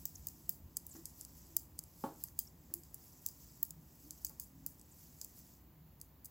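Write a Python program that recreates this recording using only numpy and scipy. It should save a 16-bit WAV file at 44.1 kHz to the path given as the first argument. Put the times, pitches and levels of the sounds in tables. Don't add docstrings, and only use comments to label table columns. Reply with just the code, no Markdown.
import sys
import numpy as np
from scipy import signal
from scipy.fft import rfft, irfft
from scipy.io import wavfile
from scipy.ndimage import uniform_filter1d

SR = 44100
rng = np.random.default_rng(int(sys.argv[2]) if len(sys.argv) > 2 else 0)


def store_wav(level_fs):
    pcm = np.round(np.clip(np.atleast_2d(level_fs), -1, 1) * 32767)
    wavfile.write(sys.argv[1], SR, pcm.T.astype(np.int16))


N = 277830

# frequency in Hz, relative level in dB.
HUM_SPECTRUM = [(22, -53), (34, -12), (45, -8.5), (60, 1), (85, 1), (113, -6), (152, 0), (200, -7),
                (300, -8), (420, -19), (700, -21), (1020, -21), (1400, -36), (3300, -85)]
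HUM_START_DB, HUM_SINK_DB_PER_S = -61.5, 0.34
# frequency in Hz, relative level in dB per Hz.
AIR_SPECTRUM = [(710, -30), (1200, -3), (1470, -5), (1910, -3.5), (2080, -5.5), (3380, -8.5), (3810, -9),
                (4520, -9), (5320, -12.5), (5610, -11), (7430, -8.5), (8540, -24), (14800, 3.5),
                (15800, -1)]
AIR_DB = -72.5
# frequency in Hz, relative level in dB per Hz.
SIDE_HISS_SPECTRUM = [(24, -38), (40, -29), (91, -1), (261, -7), (1360, -17.5), (3110, -27), (5000, -20),
                      (8670, -37), (11400, -14.5), (15800, -11.5)]
SIDE_HISS_DB = -76
# frequency in Hz, t60 in seconds.
ROOM_DECAY = [(200, 0.29), (1000, 0.44), (6000, 0.36), (15000, 0.37)]
TOP_HZ, EDGE_HZ = 15950, 16900

# start in seconds, rms level in dB, frequency in Hz, length in seconds.
BUMPS = [(0.121, -63.5, 87.3, 0.25), (0.48, -66.5, 181, 0.054), (0.611, -56, 75.3, 0.074),
         (0.935, -59, 338, 0.099), (1.45, -71.5, 330.3, 0.22), (2.698, -64, 327, 0.12),
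         (3.68, -62.5, 157, 0.19), (3.983, -70, 286.3, 0.21), (4.42, -67, 163.3, 0.39),
         (4.427, -69.5, 278, 0.35), (5.7, -67, 152.8, 0.25)]
# start in seconds, initial level in dB, t60 in seconds.
TAPS = [(0.953, -65.5, 0.2), (2.285, -61, 0.015), (2.7, -68, 0.084), (4.2982, -55, 0.016)]
# frequency in Hz, relative level in dB per Hz.
TAP_SPECTRUM = [(300, 3), (900, 4.5), (1900, 5), (2400, -11.5), (3300, -11), (5000, -40)]
# start in seconds, relative level in dB, dullness in dB per octave.
KNOCKS = [(0.95, -26, 7), (2.039, 1.5, 1), (2.701, -26.5, 9), (4.299, -28, -2)]
# frequency in Hz, relative level in dB, t60 in seconds.
WOOD_MODES = [(210, -9.5, 0.064), (245, -2, 0.064), (318, -13, 0.32), (385, -16, 0.24), (462, -13.5, 0.17),
              (548.5, -9, 0.18), (653, -22, 0.28), (745, -16, 0.24), (829, -8.5, 0.21), (874, -5.5, 0.13),
              (918, -13, 0.26), (1108, -11.5, 0.19), (1142, -16, 0.18), (1250, -22, .19), (1406, -18, 0.15),
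              (1700, -28, 0.2), (2260, -39, 0.13), (3080, -31, .17)]
# frequency in Hz, relative level in dB per Hz.
THUD_SPECTRUM = [(80, -15), (220, 7.5), (900, -3), (1400, -5.5), (1900, -21), (3200, -22.5), (6000, -22)]

# start in seconds, rms level in dB, centre in Hz, width in Hz, length in seconds.
CREAKS = [(0.148, -61, 12200, 2000, .012), (0.153, -51.5, 6480, 810, 0.01), (0.758, -62, 7600, 900, 0.013),
          (0.888, -61.5, 10200, 2800, 0.018), (0.905, -59, 7460, 550, 0.028),
          (0.953, -63, 6400, 1000, 0.024), (1.777, -63, 7400, 1810, 0.025), (2.467, -62, 5380, 300, 0.015),
          (4.907, -67.5, 7600, 700, 0.026)]
# frequency in Hz, relative level in dB per Hz.
WOOL_SPECTRUM = [(2240, -18), (3800, -14.5), (4490, -9), (4940, -4.5), (7110, -2), (7770, 0), (8500, -11.5),
                 (9290, -14), (11400, -4), (14100, -6), (15200, 0), (15800, -9)]
# time the loop is drawn through in seconds,
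# wrap lead before it in seconds, end of cloth movement after it in seconds,
# then relative levels of probe, wrap, draw, slip and tighten in dB.
STITCHES = [(0.01, 0.2, 0.52, -90, -68, -68, -71, -73), (1.21, 0.25, 0.4, -81, -64, -63, -67, -69),
            (2.22, 0.2, 0.073, -94, -66.5, -66.5, -70.5, -71),
            (3.254, 0.2, 0.42, -74.5, -67.5, -70.5, -67, -70.5),
            (4.236, 0.19, 0.1, -95, -69, -71, -71, -83), (5.215, 0.2, 0.34, -75.5, -67.5, -68, -64, -74.5)]
# half width in seconds, fine hiss over rub in dB.
STROKES = [(0.15, -1.5), (0.038, 4.5), (0.03, 6), (0.024, 3.5), (0.044, -8.5)]
# rise in seconds, fall in seconds, relative level in dB, fine hiss over rub in dB.
CLOTH_MOTION = (0.15, 0.04, -69, 2.5)
REST_RUB_DB, REST_HISS_DB = -93, -78
PROBE_BEFORE_S, SLIP_AFTER_S, TIGHTEN_AFTER_S, CLOTH_LEAD_S = 0.57, 0.17, 0.24, 0.31

# start in seconds, level in dB.
LOOSE_RINGS = [(2.393, -55)]
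# frequency in Hz, relative level in dB, t60 in seconds.
ROD_MODES = [(3230, -7, .07), (4900, -1, .12), (6400, -1, .12), (8000, -5, .1), (9550, -9, .11),
             (14000, -1, .13)]
# time in seconds, low, middle and top treble level in dB,
# contact time in ms, relative level of the slide afterwards in dB.
CONTACTS = [(0.055, -40, -54.5, -33, 1, -11), (0.2702, -48, -46.5, -37, 0.65, -13),
            (0.2854, -47, -55, -49, 1.2, -24), (0.4934, -45, -42, -29, 1.2, -12.5),
            (0.7698, -38, -35.5, -41, 0.13, -21.5), (0.8666, -58, -48.5, -49, 0.45, -13),
            (1.056, -45.5, -44, -53.5, 0.28, -10), (1.2113, -49, -45.5, -60, 0.077, -20),
            (1.25, -50.5, -54, -57, 0.5, -31), (1.5671, -33, -33.5, -27.5, 0.5, -20),
            (1.7906, -43.5, -40, -47, 0.5, -21.5), (1.8384, -62, -53, -62, 0.18, -19),
            (2.2388, -46.5, -43, -36, 0.35, -14), (2.285, -57, -73, -67, 0.6, -14),
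            (2.391, -39, -38, -30, 0.42, -15), (2.7396, -47, -39, -34.5, 0.49, -14.5),
            (2.8354, -58, -64, -66, 0.33, -7), (2.9443, -55, -45.5, -47.5, 0.21, -16),
            (3.2632, -37.5, -41.5, -34.5, 0.54, -15), (3.2876, -48, -59, -48, 0.47, -23),
            (3.6301, -45, -42, -26, 0.6, -18), (3.651, -58, -56, -56, 1.2, -18),
            (3.7074, -48, -51, -49, 0.26, -22), (4.108, -46, -46.5, -53, 0.39, -12.5),
            (4.2483, -38.5, -45, -34, 1.3, -13.5), (4.267, -50, -50, -85, 0.63, -24),
            (4.2956, -57, -62, -52, 0.76, -24), (4.3988, -47, -47, -40.5, 0.13, -8),
            (4.4379, -66, -60, -62, 0.3, -7), (4.6643, -48.5, -45, -36, 0.38, -11.5),
            (4.796, -65, -63, -68, 1.7, -13), (4.8138, -60.5, -58.5, -72, 0.4, -20),
            (5.2147, -40.5, -54, -50, 0.078, -8), (5.247, -51.5, -49, -47, 0.27, -24),
            (5.3904, -61, -63, -60, 0.5, -15), (6.0015, -67, -68, -72, 0.45, -15),
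            (6.0143, -52, -51.5, -50, 0.21, -15.5), (6.2459, -61, -56, -50, 3.5, -8),
            (6.256, -53, -52, -49, 4.2, -24)]
TREBLE_HZ = [6300, 10500, 14500]
# frequency in Hz, relative level in dB.
NEEDLE_RESPONSE = [(1000, -57), (2400, -32), (3200, -28), (4100, -24), (4900, -5.5), (5500, -14),
                   (6300, -6), (7550, -2), (9100, -8.5), (12000, -1), (14600, -2), (15600, 2), (16400, -18),
                   (17000, -38)]


def amp(db):
    return 10 ** (np.asarray(db) / 20)


def unit(x):
    return x / np.sqrt(np.mean(x ** 2) + 1e-30)


def read(points, hz):
    f, value = np.transpose(points)
    return np.interp(np.log(hz + 1), np.log(f), value)


def add(mix, s, sound):
    part = mix[max(round(s * SR), 0):][:len(sound)]
    part += sound[:len(part)]


def noise(size=N):
    return rng.standard_normal(size)


def colour(x, points):
    hz = np.fft.rfftfreq(len(x), 1 / SR)
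    gain = amp(read(points, hz)) * (hz < TOP_HZ)
    return unit(irfft(rfft(x) * gain, len(x)))


def drift(width_hz):
    hz = np.fft.rfftfreq(N, 1 / SR)
    return unit(irfft(rfft(noise()) * np.exp(-(hz / width_hz) ** 2), N))


def causal(gain):
    both_sides = np.r_[gain, gain[-2:0:-1]]
    log_gain = np.log(np.maximum(both_sides, 1e-6))
    return np.exp(np.conj(signal.hilbert(log_gain)))[:len(gain)]


def modes(table, t):
    out = np.zeros(len(t))
    for hz, db, t60_s in table:
        out += amp(db - 60 * t / t60_s) * np.sin(2 * np.pi * (hz * t + rng.random()))
    return out


def patchy(x, depth_db, frame_count=4, bin_count=6):
    z = signal.stft(x, nperseg=256)[2]
    patches = uniform_filter1d(noise(z.shape), bin_count, axis=0)
    patches = uniform_filter1d(patches, frame_count, axis=1)
    y = signal.istft(z * amp(depth_db * unit(patches)), nperseg=256)[1][:len(x)]
    return unit(y) * np.std(x)


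def background(drone_hz=62, drone_db=-71):
    t = np.arange(N) / SR
    rumble = colour(noise(), HUM_SPECTRUM) * amp(HUM_START_DB - HUM_SINK_DB_PER_S * t)
    phase = 2 * np.pi * drone_hz * t
    drone = unit(drift(9.6) * np.cos(phase) + drift(2.8) * np.sin(phase))
    air = amp(AIR_DB) * colour(noise(), AIR_SPECTRUM)
    return rumble + amp(drone_db) * drone + air


def room(x, delay_s=0.006):
    hz, t, z = signal.stft(noise(SR // 2), SR, nperseg=256)
    decay = amp(-60 * t / read(ROOM_DECAY, hz)[:, None])
    tail = signal.istft(z * decay, SR, nperseg=256)[1]
    tail = np.r_[np.zeros(int(delay_s * SR)), tail]
    return signal.fftconvolve(x, tail / np.linalg.norm(tail))[:N]


def bumps(waver=0.034, rough=0.45):
    out, wander, shake = np.zeros(N), drift(40), drift(76)
    for s, db, hz, length_s in BUMPS:
        span = slice(int(s * SR), int((s + length_s) * SR))
        phase = 2 * np.pi * np.cumsum(hz * (1 + waver * wander[span])) / SR
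        tone = np.sin(phase) * (1 + rough * shake[span])
        add(out, s, amp(db) * unit(tone * signal.windows.tukey(len(tone), 0.8)))
    return out


def taps(size=8192):
    out, t = np.zeros(N), np.arange(size) / SR
    for s, db, t60_s in TAPS:
        add(out, s, colour(noise(size), TAP_SPECTRUM) * amp(db - 60 * t / t60_s))
    return out


def knocks(ring_db=-35, thud_db=-46, thud_t60_s=0.33, pivot_hz=600, size=32768):
    out, t, hz = np.zeros(N), np.arange(size) / SR, np.fft.rfftfreq(size, 1 / SR)
    octaves = np.log2(np.clip(hz, 200, 2200) / pivot_hz)
    onset = 1 - np.exp(-(t / 0.0003) ** 2)
    for s, db, dull_db in KNOCKS:
        thud = colour(noise(size), THUD_SPECTRUM) * amp(-60 * t / thud_t60_s)
        blow = (amp(ring_db) * modes(WOOD_MODES, t) + amp(thud_db) * thud) * onset
        add(out, s, irfft(rfft(blow) * causal(amp(db - dull_db * octaves))))
    return out


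def creaks():
    out = np.zeros(N)
    for s, db, centre_hz, width_hz, length_s in CREAKS:
        n = int(length_s * SR)
        hz = np.fft.rfftfreq(n, 1 / SR)
        band = np.exp(-0.5 * ((hz - centre_hz) / width_hz) ** 2)
        burst = irfft(rfft(noise(n)) * band, n) * signal.windows.tukey(n, 0.7)
        add(out, s, amp(db) * unit(burst))
    return out


def swell(centre_s, half_s):
    return np.exp(-((np.arange(N) / SR - centre_s) / half_s) ** 2)


def held(start_s, end_s, rise_s, fall_s):
    t = np.arange(N) / SR
    rise = (1 + np.tanh((t - start_s) / rise_s)) / 2
    fall = (1 - np.tanh((t - end_s) / fall_s)) / 2
    return rise * fall


def stitching():
    rub, hiss = np.full(N, amp(REST_RUB_DB) ** 2), np.full(N, amp(REST_HISS_DB) ** 2)
    rise_s, fall_s, cloth_db, cloth_hiss_db = CLOTH_MOTION
    for s, wrap_s, cloth_end_s, *levels_db in STITCHES:
        cloth = held(s - CLOTH_LEAD_S, s + cloth_end_s, rise_s, fall_s)
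        moves = [(cloth, cloth_db, cloth_hiss_db)]
        offsets_s = [-PROBE_BEFORE_S, -wrap_s, 0, SLIP_AFTER_S, TIGHTEN_AFTER_S]
        for offset_s, db, (half_s, over_db) in zip(offsets_s, levels_db, STROKES):
            moves.append((swell(s + offset_s, half_s), db, over_db))
        for power, db, over_db in moves:
            rub += power * amp(db) ** 2
            hiss += power * amp(db + over_db) ** 2
    return np.sqrt(rub), np.sqrt(hiss)


def yarn(gain_db=-1.5, fibres_per_s=900, fibre_db=-5, spread_db=-1.5, flutter_db=0.04, split_hz=8900):
    caught = rng.random(N) < fibres_per_s / SR
    snaps = caught * noise() * amp(spread_db * np.minimum(rng.exponential(1, N), 4))
    wool = colour(noise() + amp(fibre_db) * unit(snaps), WOOL_SPECTRUM)
    rub = signal.sosfiltfilt(signal.butter(6, split_hz, fs=SR, output="sos"), wool)
    rub_gain, hiss_gain = stitching()
    rustle = unit(rub) * rub_gain + unit(wool - rub) * hiss_gain
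    return rustle * amp(gain_db + flutter_db * drift(56))


def loose_needle(size=8192):
    out = np.zeros(N)
    for s, db in LOOSE_RINGS:
        add(out, s, amp(db) * modes(ROD_MODES, np.arange(size) / SR))
    return out


def ring_gain(levels_db, drive, hz):
    body = amp(read(NEEDLE_RESPONSE, hz))
    nearest = abs(hz[:, None] - TREBLE_HZ).argmin(1)
    energy = np.bincount(nearest, abs(drive * body) ** 2) / len(hz)
    power = energy / (0.005 * SR)
    return body * amp(np.interp(hz, TREBLE_HZ, levels_db - 10 * np.log10(power)))


def tick(levels_db, contact_ms, impact=1.6, rebound=0.52, rebound_ms=(0.4, 0.728), chatter=0.18,
         chatter_ms=2.2, lead=0.2, lead_ms=0.82, size=2048, band_size=90):
    ms = (np.arange(size) - size // 2) / SR * 1000
    hz = np.fft.rfftfreq(size, 1 / SR)
    touch, rattle = noise((2, size))
    micro_impacts = touch * (ms > 0) * np.exp(-abs(ms) / max(contact_ms, 0.05))
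    blow = impact * (ms == 0) + micro_impacts
    rebound_samples = int(rng.uniform(*rebound_ms) / (ms[1] - ms[0]))
    blow = blow + rebound * np.roll(blow, rebound_samples)
    before = lead * np.exp(-abs(ms) / lead_ms)
    after = chatter * np.exp(-abs(ms) / chatter_ms)
    z = rfft(blow + rattle * np.where(ms < 0, before, after))
    z = z / uniform_filter1d(abs(z) ** 2, band_size) ** (1 / 3)
    return irfft(z * causal(ring_gain(levels_db, z, hz)))


def slide(levels_db, fade_s=0.037, rise_s=0.0015, evening=0.58, grit_db=3, grit_size=24, size=8192):
    t, hz = np.arange(size) / SR, np.fft.rfftfreq(size, 1 / SR)
    envelope = np.exp(-t / fade_s) * (1 - np.exp(-t / rise_s))
    even_db = levels_db + evening * (levels_db.mean() - levels_db)
    gain = ring_gain(even_db, 0.91, hz) * (hz < TOP_HZ)
    scrape, grit = noise((2, size))
    grit = np.clip(unit(uniform_filter1d(grit, grit_size)), -2, 2)
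    scrape = unit(scrape * amp(grit_db * grit))
    return irfft(rfft(scrape) * gain) * envelope / np.linalg.norm(envelope)


def needles(slide_db=2, grip_db=2.5):
    ticks, slides = np.zeros((2, N))
    for s, *treble_db, contact_ms, after_db in CONTACTS:
        levels_db = np.array(treble_db)
        click = tick(levels_db, contact_ms)
        add(ticks, s - len(click) / 2 / SR, click)
        add(slides, s, amp(after_db + slide_db) * slide(levels_db))
    return ticks + patchy(slides, grip_db)


def scene(room_db=-24, wide_room_db=-38, wool_grip_db=2):
    knitting = needles() + loose_needle() + patchy(yarn(), wool_grip_db) + creaks()
    direct = knitting + knocks() + taps() + bumps()
    mid = direct + amp(room_db) * room(direct) + background()
    side_hiss = amp(SIDE_HISS_DB) * colour(noise(), SIDE_HISS_SPECTRUM)
    side = amp(wide_room_db) * room(direct) + side_hiss
    return np.array([mid + side, mid - side])


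def record(dry):
    lowpass = signal.firwin(511, EDGE_HZ, window=("kaiser", 9), fs=SR)
    return signal.oaconvolve(dry, lowpass[None], "same", axes=1)


dry = scene()
out = record(dry)
store_wav(out)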